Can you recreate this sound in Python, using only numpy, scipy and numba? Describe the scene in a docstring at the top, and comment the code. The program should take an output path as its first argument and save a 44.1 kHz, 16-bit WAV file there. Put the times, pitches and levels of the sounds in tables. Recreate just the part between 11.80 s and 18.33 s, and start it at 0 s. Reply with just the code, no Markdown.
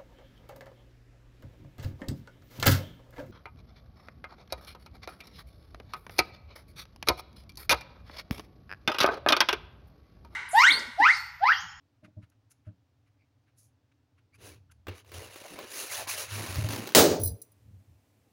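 """A small room: an inflated latex balloon is turned over in the fingers, then gripped, rubbed and squeezed until it bursts.
Random slips excite the resonances of the skin as rasp, hiss, hollow note and creak; snaps and squeaks stand out.
Ringing and gliding low sines are the air inside, booming when bumped or juddered.
The bang is shaped, decaying noise with room modes and a falling zip; then something small and hard clinks in damped sines.
Swells of low noise are hands and balloon on a heap of empty balloons, over steady air noise and a later noise floor."""
import sys
import numpy as np
from scipy import signal
from scipy.fft import rfft, irfft
from scipy.io import wavfile
from scipy.ndimage import uniform_filter1d, minimum_filter1d
from numba import njit

SR = 44100
rng = np.random.default_rng(int(sys.argv[2]) if len(sys.argv) > 2 else 0)


def dump_mix(stems):
    """Bounce the given channels to the path in sys.argv[1] as a 16-bit WAV at rate SR."""
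    frames = np.atleast_2d(stems).T  # one column per channel
    limited = np.clip(frames, -1, 1)  # hard clip at full scale
    pcm = np.round(limited * 32767).astype(np.int16)
    wavfile.write(sys.argv[1], SR, pcm)


N = 287796
TIME = np.arange(N) / SR
BURST_S = 5.149

# spectrum of the rubbed skin: [f/Hz, level/dB]
SKIN_COLOUR = [(560, -30.5), (950, -4), (1230, -3), (1860, -6), (2200, -6), (2750, -5), (3360, -7.5),
               (4020, -2.5), (5210, -3.5), (6520, -1), (8060, -9.5), (10200, 2), (13400, -11.5),
               (15100, -3), (16000, -7)]
# spectrum of the creaking, scuffed skin: [f/Hz, level/dB]
CREAK_SPECTRUM = [(30, -58.5), (100, -12.5), (160, 4), (290, 5), (550, -1), (850, -5), (1100, -12),
                  (1800, -40)]


def from_db(db):
    """Decibels to amplitude."""
    return 10 ** (np.asarray(db) / 20)


def rms_one(x):
    """Scale to an rms of 1."""
    return x / np.sqrt(np.mean(x ** 2) + 1e-20)


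def evened(x, seconds):
    """Hold the running rms near 1, keeping the finer grain."""
    power = uniform_filter1d(x ** 2, int(seconds * SR))
    return x / np.sqrt(np.abs(power) + 1e-12)


def along(rows, column):
    """One column of a curve at every sample."""
    rows = np.array(rows)
    return np.interp(TIME, rows[:, 0], rows[:, column])


def at_hz(points, hz):
    """Read a curve at the given frequencies, straight between its points on a log axis."""
    points = np.array(points)
    return np.interp(np.log(hz + 0.00091), np.log(points[:, 0]), points[:, 1])


def coloured(x, spectrum):
    """Causal (minimum-phase) filter with the given spectrum."""
    size = 8192
    bins_hz = np.arange(size // 2 + 1) * SR / size
    cepstrum = irfft(np.log(from_db(at_hz(spectrum, bins_hz))))
    # folding the cepstrum forward in time makes the filter minimum-phase
    cepstrum[1:size // 2] *= 2
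    cepstrum[size // 2 + 1:] = 0
    impulse = irfft(np.exp(rfft(cepstrum)))
    return signal.oaconvolve(x, impulse)[:len(x)]


def noise(spectrum):
    """Steady coloured noise with an rms of 1."""
    return rms_one(coloured(rng.standard_normal(N), spectrum))


def band(x, low_hz, high_hz, order=2):
    """Butterworth band-pass."""
    edges = [low_hz, min(high_hz, SR / 2.1)]
    return signal.sosfilt(signal.butter(order, edges, "band", fs=SR, output="sos"), x + 1e-18)


def wander(rate_hz):
    """Slow chance with a spread of 1."""
    return rms_one(band(rng.standard_normal(N + SR), rate_hz / 8, rate_hz)[SR:])


def ring(hz, t60, phase=0):
    """Half a second of a dying sine."""
    t = TIME[:SR // 2]
    return np.sin(2 * np.pi * hz * t + phase) * from_db(-60 * t / t60)


def add(out, s, sound):
    """Mix a sound into out, starting at s seconds."""
    start = int(s * SR)
    out[start:start + len(sound)] += sound[:len(out) - start]


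def swell(s, attack_s, length_s, sag_db_per_s, release_s):
    """Effort of one push: it grows, sags steadily and is let go."""
    t = TIME - s
    attack = np.clip(t / attack_s, 0, 1)
    sag = from_db(-sag_db_per_s * np.maximum(t - attack_s, 0))
    release = np.clip((length_s - t) / release_s, 0, 1)
    return attack * sag * release


@njit
def resonance(x, step, damping):
    """Band-pass whose centre moves (step = radians per sample)."""
    out, low, mid = np.zeros(len(x)), 0., 0.
    for i in range(len(x)):
        low += step[i] * mid
        mid += step[i] * (x[i] - low - damping * mid)
        out[i] = mid
    return out


def rippled(slips, decay_s, ripple_db):
    """A slip sends a sharp pulse, then noisy ripples that run round the skin by a new path each time."""
    keep = np.exp(-2 / (decay_s * SR))
    energy = signal.lfilter([1 - keep], [1, -keep], slips ** 2 + 1e-18)
    return slips + from_db(ripple_db) * np.sqrt(energy) * rng.standard_normal(len(slips))


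def room_tail(hold_s):
    """One second of diffuse sound: level while near surfaces answer, then each band dies at its own rate."""
    # decay of the room: [f/Hz, t60/s]
    room_t60 = [(100, 0.43), (250, 0.46), (450, 0.4), (900, 0.36), (2500, 0.28), (5000, 0.34),
                (10000, 0.23), (15000, 0.27)]
    t = np.maximum(TIME[:SR] - hold_s, 0)
    edges = np.geomspace(40, 20000, 19)
    white, hz = rfft(rng.standard_normal(SR)), np.arange(SR // 2 + 1)
    tail = np.zeros(SR)
    for low, high in zip(edges, edges[1:]):
        slice_of_noise = irfft(white * ((hz >= low) & (hz < high)), SR)
        tail += slice_of_noise * from_db(-60 * t / at_hz(room_t60, np.sqrt(low * high)))
    return tail


def in_room(x, wet_db):
    """Add the diffuse reverberation of the room to the dry sound."""
    tail = room_tail(0)
    return x + from_db(wet_db) * signal.oaconvolve(x, tail / np.linalg.norm(tail))[:N]


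def air():
    """Steady coloured noise of the air in the room."""
    # spectrum of the air: [f/Hz, level/dB]
    air_colour = [(15, -45.5), (25, -17.5), (48, -20), (78, -2.5), (108, 5.5), (190, -23), (285, -6),
                  (344, -21), (641, -22), (1400, -29), (5570, -36.5), (8140, -45), (13200, -49.5),
                  (14800, -45), (16000, -44.5)]
    return from_db(-68.5) * noise(air_colour)


def noise_floor(floor_from_s=4.6, fade_s=0.074, floor_db=-73):
    """A faint steady noise floor of coloured noise fades in and stays."""
    # spectrum of the noise floor: [f/Hz, level/dB]
    floor_colour = [(120, -29.5), (200, -1), (366, -7.5), (612, -9.5), (1300, -20.5), (2610, -20),
                    (3250, -24), (10100, -25.5), (13300, -28), (15100, -22.5), (16000, -35)]
    fade_in = np.clip((TIME - floor_from_s) / fade_s, 0, 1)
    return from_db(floor_db) * fade_in * noise(floor_colour)


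def heap(thud_db=-2.0):
    """Hands and balloon push the heap of empty balloons in dull thuds: swells of low noise."""
    # pushes on the heap, level before thud_db: [t/s, attack/s, length/s, level/dB, sag/(dB/s)]
    heap_pushes = [(2.505, 0.13, 0.6, -54, 16), (3.06, 0.043, 0.14, -36.5, 222),
                   (3.22, 0.11, 0.36, -54, 10), (4.066, 0.16, 0.53, -55, 15), (5.385, 0.037, 0.19, -29, 9),
                   (5.78, 0.18, 0.32, -48, 152), (6.07, 0.022, 0.21, -50.5, 135)]
    # spectrum of the thuds: [f/Hz, level/dB]
    thud_colour = [(30, -33), (55, -16), (75, 2), (100, 7.5), (145, -18), (200, -16), (400, -60),
                   (1200, -68)]
    pushes = np.zeros(N)
    for s, attack_s, length_s, db, sag in heap_pushes:
        pushes += from_db(db + thud_db) * swell(s, attack_s, length_s, sag, release_s=0.085)
    rumble = evened(noise(thud_colour), 0.04)
    return pushes * rumble


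def clinks(gain_db=-9.0, tick_db=-17.0, detune=0.00404):
    """Each knock of a small hard thing rings the same modes, varied a little, damped by how freely it can ring."""
    # knocks, level before gain_db: [t/s, level/dB, share of the free ring time]
    knocks = [(5.398, -31, 0.33), (5.414, -27.5, 0.35), (5.434, -20.5, 0.51), (5.444, -27, 0.85),
              (5.457, -21, 0.41), (5.474, -23.5, 0.51), (5.51, -52, .26), (5.617, -24.5, 0.055),
              (5.620, -31, 0.13), (5.718, -53, 0.23)]
    # modes of the free thing: [f/Hz, level/dB, t60/s]
    knock_modes = [(3720, -31, .2), (4130, -21, 0.24), (4850, -19, 0.28), (5360, -21, 0.28),
                   (5920, -12, 0.26), (7460, -34, .1), (8274, -12.5, 0.12), (9500, -2.5, 0.16),
                   (10860, -2, 0.14), (9940, -8, 0.29), (10860, 0.5, 0.2), (11490, 0.5, 0.083),
                   (13550, -23, 0.13), (14490, -21, .14), (14930, -5, 0.12), (15200, 6.5, 0.11)]
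    out, t = np.zeros(N), TIME[:SR // 2]
    for s, knock_db, free in knocks:
        modes = np.zeros(len(t))
        for hz, db, t60 in knock_modes:
            level = from_db(db + rng.normal(0, 2.3))
            modes += level * ring(hz * rng.normal(1, detune), t60 * free, rng.uniform(0, 2 * np.pi))
        tick = rms_one(band(rng.standard_normal(len(t)), 6700, 20000, order=4)) * np.exp(-t / 0.013)
        onset = 1 - np.exp(-t / 0.0011)
        add(out, s, from_db(knock_db + gain_db) * (modes + from_db(tick_db) * tick) * onset)
    return out


def brushes(catch_db=1.5, rustle_gain_db=-6.5, hiss_gain_db=-1.5, soft_db=-24.0):
    """Light touches of the skin swell and fade as filtered noise, catching a little without gripping."""
    # touches, levels before the gains: [t/s, rustle level/dB, hiss level/dB, half width/s]
    touches = [(0.252, -52.5, -77, 0.012), (0.436, -59, -80, 0.013), (0.501, -92, -65.5, 0.0024),
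               (0.525, -70.5, -97, 0.0098), (0.717, -65.5, -60.5, 0.011), (0.872, -68, -86, 0.02),
               (1.277, -69, -89, 0.014), (1.686, -69, -92, 0.017), (1.792, -81, -63, 0.014),
               (1.834, -94, -67.5, 0.043), (2.122, -64.5, -93, 0.0057), (2.388, -64.5, -88, 0.011),
               (2.553, -61, -68.5, 0.012), (2.919, -54, -61, 0.0062)]
    rustle, hiss = np.zeros((2, N))
    for s, rustle_db, hiss_db, width_s in touches:
        # the touch peaks 1/10 s into its window
        touch = np.exp(-((TIME[:SR // 5] - 1 / 10) / width_s) ** 2)
        add(rustle, s - 1 / 10, from_db(rustle_db + rustle_gain_db) * touch)
        add(hiss, s - 1 / 10, from_db(hiss_db + hiss_gain_db) * touch)
    dull = rms_one(band(noise(SKIN_COLOUR), 1210, 2700)) + from_db(soft_db) * noise(CREAK_SPECTRUM)
    bright = rms_one(band(noise(SKIN_COLOUR), 5300, 13000))
    return (rustle * dull + hiss * bright) * from_db(catch_db * wander(200))


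def bumps(scuff_db=-17.0):
    """A soft push scuffs the skin and sets the air inside ringing; the longer the push, the slower the note swells."""
    # fingertip pushes: [t/s, peak level of the boom/dB, push length/s, level of the upper modes/dB]
    fingertips = [(0.223, -48, 0.019, 0.5), (0.276, -52.5, 0.0067, -1), (0.363, -36.5, 0.021, -14.5),
                  (0.427, -46, 0.005, -27), (0.863, -36.5, 0.025, -17), (4.776, -19, 0.01, -22),
                  (4.835, -21, 0.013, -19)]
    # modes of the air-filled balloon: [f/Hz, level/dB, t60/s]
    balloon_modes = [(103, -9, 0.086), (176, -20, 0.204), (212.5, -14, 0.13), (279.5, -17.5, 0.098),
                     (300, -14, 0.12), (616, -8.5, 0.064)]
    out, t = np.zeros(N), TIME[:SR // 2]
    for s, peak_db, push_s, upper_db in fingertips:
        modes = np.zeros(len(t))
        for k, (hz, db, t60) in enumerate(balloon_modes):
            # only the modes above the lowest follow upper_db
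            tint_db = (upper_db + rng.normal(0, 1)) * (k > 0)
            modes += from_db(db + tint_db) * ring(hz, t60)
        boom = modes * (1 - np.exp(-(t / push_s) ** 2))
        pressure = (t / push_s * np.exp(1 - t / push_s)) ** 2
        scuff = rms_one(coloured(rng.standard_normal(len(t)), CREAK_SPECTRUM)) * pressure
        add(out, s, from_db(peak_db) * (boom / np.abs(boom).max() + from_db(scuff_db + upper_db) * scuff))
    return out


def judder(unsteady=0.38, gain_db=2.5, rise_hz_per_s=55):
    """Slow slipping of the palms keeps the lowest mode going; its note climbs as they press on."""
    # judders, level before gain_db: [t/s, attack/s, length/s, level/dB, sag/(dB/s), starting f/Hz]
    palm_slips = [(3.321, 0.069, 0.13, -43, 150, 86), (4.478, 0.042, 0.21, -40.5, 28, 97.6),
                  (4.674, 0.027, 0.11, -40.5, 5, 90.4), (4.751, 0.037, 0.34, -31.5, 74.5, 96.8)]
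    out = np.zeros(N)
    for s, attack_s, length_s, db, sag, hz in palm_slips:
        t = TIME - s
        phase = 2 * np.pi * (hz + rise_hz_per_s * t / 2) * t
        effort = swell(s, attack_s, length_s, sag, release_s=0.086)
        out += from_db(db + gain_db) * effort * np.sqrt(2) * np.sin(phase)
    return out * (1 + unsteady * wander(28))


def squeaks(jitter_hz=120, rough=0.5, octave_db=-12):
    """For a moment the slips fall into step: a short, hoarse, gliding note with its octave."""
    # stutters of a finger: [t/s, level/dB, f/Hz, glide/(octaves/s), half width/s]
    stutters = [(0.88, -70, 1440, 1.5, 0.024), (1.42, -74.5, 2300, -1.5, .025),
                (2.548, -61, 2400, 6.5, 0.015), (2.904, -63, 1460, 4, 0.0064),
                (3.43, -46.5, 520, 3.5, 0.018), (3.617, -48, 520, 11.5, 0.0071),
                (3.656, -44.5, 700, -9, 0.012), (3.735, -47.5, 290, -4.5, 0.029),
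                (3.796, -44, 560, -4.5, 0.021), (3.841, -46, 320, -10, 0.0088),
                (4.041, -48, 389, -4, 0.014), (4.206, -38.5, 740, -8.5, 0.03),
                (4.285, -43.5, 1020, -1, 0.019), (4.38, -47.5, 600, -2, 0.065)]
    out, t = np.zeros(N), TIME[:SR // 5] - 1 / 10
    for s, db, hz, glide, width_s in stutters:
        jitter, flutter = (rms_one(band(white, 48, 240)) for white in rng.standard_normal((2, len(t))))
        phase = 2 * np.pi * np.cumsum(hz * 2 ** (glide * t) + jitter_hz * jitter) / SR
        note = np.sin(phase) + from_db(octave_db) * np.sin(2 * phase)
        add(out, s - 1 / 10, from_db(db) * note * (1 + rough * flutter) * np.exp(-(t / width_s) ** 2))
    return out


def snaps():
    """A patch of skin lets go all at once: a pulse and its ripples, brighter as the grip stretches the skin."""
    # single hard slips: [t/s, dry peak level/dB]
    hard_slips = [(3.069, -31), (3.083, -27), (3.247, -51), (3.318, -35), (3.559, -33), (3.789, -27),
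                  (4.274, -28), (4.709, -26), (4.757, -23), (4.888, -22.5), (4.934, -23.5), (4.963, -25),
                  (4.978, -26), (5.073, -23), (5.09, -28), (5.121, -29.5)]
    # treble of the snaps over time: [t/s, tilt/dB]
    snap_tilt = [(3.08, -17), (3.3, -8.5), (4.7, -5)]
    out, pulse = np.zeros(N), (TIME[:SR // 20] == 0) * 1.
    for s, peak_db in hard_slips:
        tilt_db = np.interp(s, *np.transpose(snap_tilt))
        colour = [(30, -34.5), (100, -10.5), (350, 3.5), (800, -2.5), (1200, -1.5), (2800, -6.5),
                  (4500, tilt_db), (11000, tilt_db - 13.5), (16000, tilt_db)]
        snap = coloured(rippled(pulse, decay_s=0.006, ripple_db=11), colour)
        add(out, s, from_db(peak_db) * snap / np.abs(snap).max())
    return out


def strokes(hiss_follows=1.6, release_s=0.074):
    """All strokes together: gains of rasp, hiss and hollow note, and that note's pitch, set by the strongest hand."""
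    # hands on the skin, levels before the rubbing mix: [t/s, attack/s, length/s, rasp level/dB, sag/(dB/s),
    # hiss over rasp/dB, hollow note over rasp/dB, hollow note f/Hz]
    hands = [ (2.574, 0.095, 0.24, -55, 117, 3.5, 1, 404), (3.073, 0.022, 0.13, -51, 126, -15, 3, 387),
             (3.122, 0.081, 0.11, -52, 25, 2, -11, 500), (3.25, 0.021, 0.17, -64, 0, -1, 0.5, 470),
             (3.314, 0.032, 0.22, -50, 23.5, 0.5, -1, 416), (3.466, 0.051, 0.35, -54, -4.5, -1, -4, 510),
             (3.707, 0.15, 0.19, -46.5, 11, -3.5, -0.5, 372), (3.833, 0.17, 0.32, -43.5, 75, 7, -5.5, 507),
             (4.067, 0.062, 0.22, -39.5, 40, 4, -7.5, 690), (4.267, 0.023, 0.13, -38, 9, 4.5, -10, 890),
             (4.348, .035, .15, -41.5, 25, 5.5, -8, 520), (4.451, 0.079, 0.48, -42.5, 9.5, 0.5, -13, 446),
             (4.882, 0.026, 0.32, -42, 44.5, 1, -49, 400), ]
    rasp, hiss, hollow, pitch = np.zeros((4, N))
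    for s, attack_s, length_s, db, sag, hiss_db, hollow_db, hz in hands:
        effort = swell(s, attack_s, length_s, sag, release_s)
        note = from_db(db + hollow_db) * effort
        pitch = np.where(note >= hollow, hz, pitch)
        rasp = np.hypot(rasp, from_db(db) * effort)
        # the hiss swells and sags more steeply than the rasp
        hiss = np.hypot(hiss, from_db(db + hiss_db) * effort ** hiss_follows)
        hollow = np.hypot(hollow, note)
    return rasp, hiss, hollow, uniform_filter1d(pitch, SR // 20)


def rubbing(spread_db=2.0, drift_octaves=0.16, rasp_db=0.0, hiss_db=-1.0, hollow_db=-1.0, creak_db=0.0,
            hollow_damping=0.7, hollow_drift_octaves=0.12):
    """Stick and slip: uneven tiny releases excite moving resonances of the skin; the patch beside the fingers rings hollow."""
    # the grip over time: [t/s, slip rate/(1/s), creak over rasp/dB]
    grip = [(2.5, 1300, -21), (3.85, 920, -25), (4.0, 3160, -50), (4.5, 2900, -24), (4.6, 1700, 0.5),
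            (4.72, 660, -6.5), (5.0, 520, 6), (5.14, 540, -2)]
    # wandering resonances of the stretched skin: [f/Hz, damping, level/dB]
    skin_resonances = [(1830, 0.07, -0.5), (2510, 0.054, 3.5), (4170, 0.043, -7), (6100, .06, -2.5)]
    rasp_gain, hiss_gain, hollow_gain, hollow_hz = strokes()
    slips = (rng.random(N) < along(grip, 1) / SR) * rng.choice([-1, 1], N)
    slips = slips * from_db(spread_db * np.minimum(rng.exponential(1, N), 3.5))
    ripples = rippled(slips, decay_s=0.0047, ripple_db=2.5)

    plain = coloured(ripples, SKIN_COLOUR)
    skin = plain.copy()
    for hz, damping, db in skin_resonances:
        moving_hz = hz * 2 ** (drift_octaves * wander(25))
        skin += from_db(db) * damping * resonance(plain, 2 * np.sin(np.pi * moving_hz / SR), damping)

    # rasp below 4 kHz, hiss above
    below = signal.sosfiltfilt(signal.butter(3, 4000, fs=SR, output="sos"), skin)
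    rasp = evened(below, 0.031) * rasp_gain
    hiss = evened(skin - below, .05) * hiss_gain

    step = 2 * np.pi * hollow_hz * 2 ** (hollow_drift_octaves * wander(5.6)) / SR
    hollow = resonance(resonance(ripples, step, hollow_damping), step, hollow_damping)
    hollow = evened(hollow, 0.0195) * hollow_gain
    creak = evened(coloured(ripples, CREAK_SPECTRUM), .05) * rasp_gain * from_db(along(grip, 2))
    return (from_db(rasp_db) * rasp + from_db(hiss_db) * hiss
            + from_db(hollow_db) * hollow + from_db(creak_db) * creak)


def rip(start_hz=4200, end_hz=1500, glide_s=0.0015, length_s=0.006, rip_db=-12.0):
    """The tearing skin loses its tension within milliseconds: a falling zip."""
    t, out = TIME[:SR // 20], np.zeros(N)
    hz = end_hz + (start_hz - end_hz) * np.exp(-t / glide_s)
    zip_tone = np.sin(2 * np.pi * np.cumsum(hz) / SR) * np.exp(-(t / length_s) ** 2)
    add(out, BURST_S, from_db(rip_db) * zip_tone)
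    return out


def burst(bang_db=-4.5, hold_s=0.043, bass_rise_s=0.02):
    """The skin rips; near surfaces throw back a dense volley, then the room rings out."""
    # spectrum of the bang: [f/Hz, level/dB]
    bang_colour = [(35, -51.5), (60, -22.5), (96, -13), (130, -20.5), (160, -10.5), (198, -12), (437, -3),
                   (503, -5.5), (666, -7.5), (1040, -19.5), (2350, -22.5), (6000, -20.5), (13600, -29),
                   (14900, -24), (16000, -19.5)]
    # modes of the room: [f/Hz, level/dB, t60/s]
    room_modes = [(255.2, -23.5, 0.39), (289.5, -20, .4), (331.8, -17.5, 0.28), (380, -20.5, 0.32),
                  (416, -15, 0.5), (460, -16, 0.56), (558, -24, 0.55), (665.3, -14.5, 0.12),
                  (883, -22.5, 0.41)]
    t = TIME[:SR]
    bang = coloured(room_tail(hold_s), bang_colour)
    # the level is set over the first 50 ms
    bang = from_db(bang_db) * bang / np.std(bang[:SR // 20])
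    bass = signal.sosfiltfilt(signal.butter(2, 1000, fs=SR, output="sos"), bang)
    modes = sum(from_db(db) * ring(hz, t60, rng.uniform(0, 2 * np.pi)) for hz, db, t60 in room_modes)
    # the low notes of the room take a moment to build up
    build_up = 1 - 0.74 * np.exp(-t / bass_rise_s)
    out = np.zeros(N)
    add(out, BURST_S, bang - bass + bass * build_up)
    add(out, BURST_S, modes * build_up[:len(modes)])
    return out


def scene():
    """Handling and clinks with room reverberation, plus boom, bang, heap, noise floor and air."""
    handling = in_room(rubbing() + squeaks() + snaps() + brushes() + clinks(), wet_db=-15.5)
    return (handling + bumps() + judder() + burst() + rip() + heap() + noise_floor() + air())[None]


def limited(x, ceiling_db, hold_s, release_db_per_s):
    """Limiter: the gain drops just ahead of a peak, is held, then recovers."""
    over_db = np.maximum(20 * np.log10(np.abs(x) + 1e-9) - ceiling_db, 0)
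    half = int(hold_s * SR / 2)
    held = -minimum_filter1d(-over_db, 2 * half + 1, origin=half)
    ramp = release_db_per_s * TIME
    reduction_db = np.maximum.accumulate(held + ramp) - ramp
    return x * from_db(-uniform_filter1d(reduction_db, SR // 1000))


def record(dry, low_cut_hz=35, top_cut_hz=15900):
    """The microphone loses the deepest bass, a limiter rides the peaks, a hard clip flattens them and the top is cut."""
    heard = signal.sosfilt(signal.butter(2, low_cut_hz, "high", fs=SR, output="sos"), dry[0])
    tamed = limited(heard, ceiling_db=-1.5, hold_s=0.066, release_db_per_s=183.0)
    clipped = np.clip(tamed, -.62, .62)
    return signal.sosfilt(signal.ellip(10, .1, 80, top_cut_hz, fs=SR, output="sos"), clipped)[None]


dry = scene()
out = record(dry)
dump_mix(out)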